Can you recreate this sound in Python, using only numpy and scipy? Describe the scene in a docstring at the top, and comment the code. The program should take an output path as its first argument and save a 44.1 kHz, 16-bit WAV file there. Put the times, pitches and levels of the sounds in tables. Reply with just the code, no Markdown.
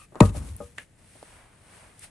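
"""Outdoors, a jacket swishes as a split log is tossed onto a firewood rack on a wooden deck.
The log grazes the pile, lands with a knock that booms through the boards, rocks, sheds bark and settles.
The next log clacks, then pats into a hand while the padded jacket swishes on over quiet air.
Wood rings as decaying sines; bark and chatter are grainy noise, cloth is grainy and smooth noise,
air is smooth noise, and the wood has a faint outdoor scatter."""
import sys
import numpy as np
from scipy import signal
from scipy.fft import rfft, irfft
from scipy.io import wavfile

SR = 44100
rng = np.random.default_rng(int(sys.argv[2]) if len(sys.argv) > 2 else 0)


def master(y):
    """Save y as 16-bit WAV."""
    cut = np.clip(np.atleast_2d(y).T, -1, 1)
    pcm = np.round(cut * 32767)  # scale
    wavfile.write(sys.argv[1], SR, pcm.astype(np.int16))


N = 92610  # samples, 2.1 s
TIME, FREQS = np.arange(N) / SR, np.fft.rfftfreq(N, 1 / SR)  # s, Hz
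FLAT = [(20, 0), (20000, 0)]  # even noise colour: hz, level_db


def amp(db):
    """Decibels to gain."""
    return 10 ** (np.asarray(db) / 20)


def unit(x):
    """Scales to rms 1."""
    return x / np.sqrt(np.mean(x ** 2) + 1e-20)


def read(points, hz):
    """Reads a table on a log-frequency axis."""
    f, value = np.transpose(points)
    return np.interp(np.log(hz + 1), np.log(f + 1), value)


def level(points, axis=1):
    """Gain over time from one dB column of a curve."""
    columns = np.transpose(points)
    return amp(np.interp(TIME, columns[0], columns[axis]))


def since(start):
    """Time since an event, zero before it."""
    return np.maximum(TIME - start, 0)


def fade(t, rise, t60):
    """Quick rise and exponential decay; t60 is the time to fall 60 dB."""
    decay = np.exp(-np.log(1000) * t / t60)
    return (1 - np.exp(-t / rise)) * decay


def swell(t, peak_s):
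    """Grows to a peak and dies quickly."""
    return (t / peak_s * np.exp(1 - t / peak_s)) ** 2


def pan(db):
    """Left and right gains; positive leans left."""
    return amp(np.array([[db], [-db]]) / 2)


def dull(hz, edge_hz):
    """A soft contact excites little above its edge."""
    return 1 / np.sqrt(1 + (hz / edge_hz) ** 4)


def ring(t, hz, db, t60, rise):
    """One decaying mode."""
    return amp(db) * fade(t, rise, t60) * np.sin(2 * np.pi * hz * t)


def tap(s, db, modes):
    """A light contact rings a log's notes once."""
    rise_s = 0.001
    return sum(ring(since(s), hz, db + mode_db, t60, rise_s) for hz, mode_db, t60 in modes)


def noise(spectrum, grainy=False):
    """Coloured stereo noise, smooth or made of tiny snaps."""
    # likeness of the two channels: hz, left_right_correlation
    likeness = [(60, 1), (160, .88), (440, 0.59), (1700, 0.63), (3500, 0.28), (7000, 0.52), (9500, -0.31),
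                (11000, -0.36)]
    grains_per_s, grain_spread_db = 4600, 3
    z = rng.standard_normal((2, N))
    if grainy:
        snaps = rng.random((2, N)) < grains_per_s / SR
        loudness = np.minimum(rng.exponential(1, (2, N)), 4)  # a few snaps stand out
        z = np.sign(z) * snaps * amp(grain_spread_db * loudness)
    same = np.clip(read(likeness, FREQS), -1, 1)
    coloured = rfft(z) * amp(read(spectrum, FREQS))
    # the likeness sets the balance of mid and side
    mid, side = irfft(coloured * np.sqrt([1 + same, 1 - same]), N)
    return unit(np.array([mid + side, mid - side]))


def jacket():
    """Sleeves rub the padded coat as the arms swing."""
    # swish strength: start_s, body_db, treble_db
    swish = [(0, -79, -56), (.05, -84, -65.5), (.08, -90.5, -84), (.95, -82, -87), (.99, -67.5, -64),
             (1.16, -67.5, -56.5), (1.22, -61, -57), (1.27, -58, -56), (1.37, -55.5, -57.5),
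             (1.5, -62, -67), (1.6, -65, -64.5), (1.75, -56.5, -54.5), (1.85, -56, -58), (1.95, -62, -63),
             (2.005, -68, -55), (2.04, -57.5, -43), (2.065, -61, -53.5), (2.1, -68.5, -65.5)]
    # colour of the padding's grainy body: hz, level_db
    cloth_body = [(80, -15), (250, -2), (750, 3.5), (1400, 1), (2200, -0.5), (3200, -8.5), (6000, -29.5)]
    # colour of the smooth treble: hz, level_db
    cloth_hiss = [(500, -21), (2000, -1.5), (3500, -4.5), (5500, -7), (7200, -8), (8500, 2.5), (9700, 3),
                  (12500, -16.5)]
    body = noise(cloth_body, grainy=True) * level(swish, axis=1)
    treble = noise(cloth_hiss) * level(swish, axis=2)
    return pan(db=1) * (body + treble)


def air():
    """Quiet outdoor rumble with a trace of hiss."""
    # colour before the treble is dulled: hz, level_db
    air_colour = [(15, -32.5), (25, -6), (106, -2), (349, -17), (665, -18.5), (1060, -29), (1920, -14.5),
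                  (5820, -25), (9030, -13), (12000, -60)]
    level_db, dull_hz = -58.5, 850
    softening = 0.15 + dull(FREQS, dull_hz)  # the floor keeps some hiss
    softened = irfft(rfft(noise(air_colour)) * softening, N)
    return pan(db=1.56) * amp(level_db) * unit(softened)


def bark():
    """Bark scrapes and crumbles, and crunches under each contact with wood or hand."""
    # scrape strength: start_s, level_db
    scrape_curve = [(0, -57), (.045, -56), (.07, -70.5), (.2, -61.5), (.22, -44), (.26, -40), (.32, -61),
                    (.345, -49.5), (.372, -42.5), (.41, -54), (.48, -50), (.54, -58), (.65, -54),
                    (.745, -65), (.79, -54), (.82, -53.5), (.87, -70)]
    # colour of scraping bark: hz, level_db
    scrape_colour = [(200, -3.5), (1000, -1.5), (2500, -0.5), (5000, -5), (7000, -2.5), (9000, 5),
                     (11000, 1.5), (12500, -13.5)]
    # crunches: start_s, level_db, t60_s, left_right_db
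    crunches = [(0.1554, -48.5, 0.024, 6), (0.204, -16.5, 0.023, 0), (0.2064, -19.5, 0.013, 6.5),
                (0.254, -38, 0.037, 8), (0.292, -42, 0.042, 4), (0.3699, -35, .01, 2),
                (0.489, -44, .008, -3), (0.7821, -32.5, 0.017, 2.5), (1.2273, -46.5, 0.02, 1)]
    # colour of a crunch: hz, level_db
    crunch_colour = [(100, -9), (700, -1.5), (2500, -3.5), (4000, -2), (5200, -11), (7500, -4), (10000, -6),
                     (12500, -23)]
    rise_s = 0.00032
    bursts = sum(pan(lr) * amp(db) * fade(since(s), rise_s, t60) for s, db, t60, lr in crunches)
    crunch = noise(crunch_colour) * bursts
    scrape = noise(scrape_colour, grainy=True) * level(scrape_curve)
    return crunch + pan(db=2.5) * scrape


def rubs():
    """Bark and splinters catch, buzz and let go: rough noise in one resonance each."""
    # rubs: start_s, level_db, pitch_hz, width_hz, t60_s, length_s
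    rub_list = [(0, -54.5, 1215, 89, .4, 0.063), (0, -58.5, 2580, 300, 0.97, 0.063),
                (0.121, -48, 470, 830, 0.15, 0.034), (0.159, -45, 1002, 850, 0.21, 0.13),
                (0.159, -42.5, 283, 380, 0.17, 0.082), (0.346, -40, 590, 540, 0.18, 0.037),
                (.564, -28.5, 10580, 1820, 0.013, 0.019), (0.604, -36, 400, 566, 0.11, 0.067),
                (0.784, -49.5, 282, 400, 0.1, 0.068), (0.777, -42, 2180, 1396, 0.21, 0.069),
                (1.153, -51, 425, 557, 0.12, 0.038), (1.993, -33.5, 9140, 2980, 0.014, .008)]
    rise_s = 0.0016
    rough = rfft(noise(FLAT, grainy=True))
    out = np.zeros((2, N))
    for s, db, hz, width, t60, length in rub_list:
        t = since(s)
        buzz = unit(irfft(rough * dull(FREQS - hz, width / 2), N))
        let_go = np.exp(-(t / length) ** 6)
        out += amp(db) * buzz * fade(t, rise_s, t60) * let_go
    return pan(db=1.5) * out


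def blows():
    """Wood on wood or on a palm: a few cycles that swell and die quickly."""
    # dry blows: start_s, level_db, pitch_hz, time_to_peak_s, left_right_db
    blow_list = [(.1478, -38, 915, 0.00061, 10), (.1556, -27, 780, 0.00056, -4),
                 (.2046, -7.5, 948, 0.0021, 9.5), (0.2071, -19, 2536, .001, 13.5),
                 (.3495, -36, 520, 0.0034, 9), (0.783, -25, 1820, 0.00094, -7),
                 (0.7824, -33.5, 3120, 0.00047, 4), (1.2281, -31, 600, 0.00086, -3),
                 (1.234, -42.5, 313, 0.00094, 5)]
    out = np.zeros((2, N))
    for s, db, hz, peak_s, lr in blow_list:
        t = since(s)
        out += pan(lr) * amp(db) * swell(t, peak_s) * np.sin(2 * np.pi * hz * t)
    return out


def log_knocks():
    """Each contact rings the tossed log; the pile damps it more or less."""
    # the log meeting the pile: start_s, level_db, dull_above_hz, ring_length_ratio, left_right_db
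    knocks = [(.156, -33, 1700, 0.27, 6), (.2052, -16, 2270, 1, 8.5), (.2185, -23, 1450, 0.49, -9),
              (.228, -20, 1700, 0.57, 0), (.349, -39.5, 1000, 0.56, 15), (.3635, -38.5, 1110, .5, 3)]
    # notes of the tossed log: pitch_hz, level_db, t60_s (before the ring length ratio)
    log_notes = [(478, -6, 0.16), (556.2, -5.5, 0.15), (597.2, 0, .13), (676, -6, 0.1), (794, -7, 0.086),
                 (963, -6, 0.095), (875, -8.5, 0.079), (1049.6, -10, 0.071), (1138, -10, 0.14),
                 (1235, -9, .15), (1253, -10.5, .13), (1475, -17, 0.084), (1903, -11, 0.1),
                 (2547, -17.5, 0.092)]
    rise_s = 0.0026
    out = np.zeros((2, N))
    for s, db, edge, length, lr in knocks:
        t = since(s)
        for hz, mode_db, t60 in log_notes:
            note = ring(t, hz, db + mode_db, t60 * length, rise_s)
            out += pan(lr) * note * dull(hz, edge)
    return out


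def thud():
    """The first bending wave: high notes cross the boards first, so the landing sweeps downward."""
    start_s, level_db, peak_s = 0.2052, -1.7, 0.0089
    from_hz, to_hz, glide_s = 885, 60.06, 0.0054
    t = since(start_s)
    # cycles so far, as the pitch slides exponentially
    turns = to_hz * t + (from_hz - to_hz) * glide_s * (1 - np.exp(-t / glide_s))
    return pan(db=2.5) * amp(level_db) * swell(t, peak_s) * np.sin(2 * np.pi * turns)


def deck():
    """Weight falling on rack and deck booms through the boards at the landing and as the log rocks."""
    # falls of weight: start_s, level_db, dull_above_hz
    thumps = [(0.2096, -2.5, 916), (.366, -28, 262)]
    # notes of rack and deck: pitch_hz, level_db, t60_s
    deck_notes = [(53.92, -16.5, 0.63), (69.75, -30, 0.52), (95.9, -2.5, .21), (140, -16.5, .19),
                  (151.9, -14, 0.13), (187, -1, 0.08), (211, -15, .19), (250, -3, 0.05),
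                  (440.5, -13, 0.089)]
    bend_s, rise_s = 0.006, 0.0045  # bend_s: travel time of a 100 Hz bending wave
    out = 0
    for s, db, edge in thumps:
        for hz, mode_db, t60 in deck_notes:
            arrival_s = s + bend_s * np.sqrt(100 / hz)  # low notes arrive later
            out = out + ring(since(arrival_s), hz, db + mode_db, t60, rise_s) * dull(hz, edge)
    return pan(db=1.5) * out


def pile():
    """Neighbouring logs chatter against each other after a jolt."""
    # bouts of chatter: start_s, level_db, t60_s
    chatter = [(.214, -19.5, 0.22), (0.343, -39.5, 0.81)]
    # colour of the chatter: hz, level_db
    pile_colour = [(40, -14.5), (130, 3), (220, 4.5), (400, -9), (700, -13), (1200, -14.5), (1700, -24.5),
                   (3000, -33), (8000, -34.5), (12000, -43.5)]
    bouts = sum(amp(db) * fade(since(s), 0.004, t60) for s, db, t60 in chatter)
    return pan(db=2.0) * noise(pile_colour, grainy=True) * bouts


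def rocking():
    """The loaded rack rocks on the boards in soft low swells."""
    # rocks: middle_s, level_db, pitch_hz, half_length_s
    rocks = [(0.335, -29, 56, 0.023), (0.381, -30.5, 72.5, 0.0094), (0.409, -26.5, 67, 0.013),
             (0.464, -37.5, 59.6, 0.031), (0.524, -31.5, 78.5, 0.022), (0.552, -37, 101, 0.017),
             (0.647, -44, 75.4, 0.025)]
    out = 0
    for s, db, hz, half in rocks:
        t = TIME - s
        out = out + amp(db) * np.exp(-(t / half) ** 2) * np.sin(2 * np.pi * hz * t)
    return pan(db=1.5) * out


def seating():
    """A log below drops into its seat with one soft, hollow knock as the pile settles."""
    # notes of the seated log: pitch_hz, level_db, t60_s
    seated_log = [(212.5, -5, 0.092), (283, -5, 0.05), (478.5, -3.5, 0.24), (576, 1, 0.11),
                  (526, 1.5, 0.053), (808, -5, 0.064), (1120, -15, 0.12), (1239, -8, 0.13)]
    return pan(db=4.0) * tap(s=0.6035, db=-33.5, modes=seated_log)


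def clack():
    """A small, bright knock on the next log as it is picked up."""
    # notes of the next log: pitch_hz, level_db, t60_s
    clacked_log = [(1662, -2.5, 0.098), (1705, 1, 0.091), (1967, -3, 0.063), (2085, -2, 0.087),
                   (2696, 1, 0.024), (3100, -2, 0.032)]
    return pan(db=1) * tap(s=0.7838, db=-40, modes=clacked_log)


def from_left(x):
    """The rack stands to the left, so its sound reaches the right channel slightly later."""
    right_lag_s = 0.00003
    lag = np.exp(-2j * np.pi * FREQS * right_lag_s)
    return np.array([x[0], irfft(rfft(x[1]) * lag, N)])


def yard(x):
    """Scatter from wall, rack and deck: a noise tail that decays differently in each band."""
    # decay of the scatter: hz, t60_s
    yard_decay = [(60, 0.84), (250, 0.32), (1000, 0.29), (4000, 0.067), (10000, 0.36)]
    taps = noise(FLAT)[:, :SR]  # one second
    hz, t, z = signal.stft(taps, SR, nperseg=256)
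    decay = fade(t, 0.0023, read(yard_decay, hz)[:, None])
    tail = signal.istft(z * decay, SR, nperseg=256)[1]
    tail = tail / np.linalg.norm(tail[0])
    return signal.fftconvolve(x, tail, axes=1)[:, :N]


def scene():
    """Wood sounds with their faint scatter, the jacket and the air."""
    yard_db = -20.5
    struck = from_left(blows() + log_knocks() + thud() + deck() + rocking() + seating())
    wood = struck + bark() + rubs() + pile() + clack()
    return wood + amp(yard_db) * yard(wood) + jacket() + air()


def record(dry):
    """The loudest peaks are rounded off; then a low-pass removes the top treble."""
    ceiling, edge_hz = 0.95, 12400
    rounded = dry / (1 + (dry / ceiling) ** 6) ** (1 / 6)
    low_pass = signal.firwin(301, edge_hz, window=("kaiser", 8), fs=SR)
    return signal.oaconvolve(rounded, low_pass[None], "same")


dry = scene()
out = record(dry)
master(out)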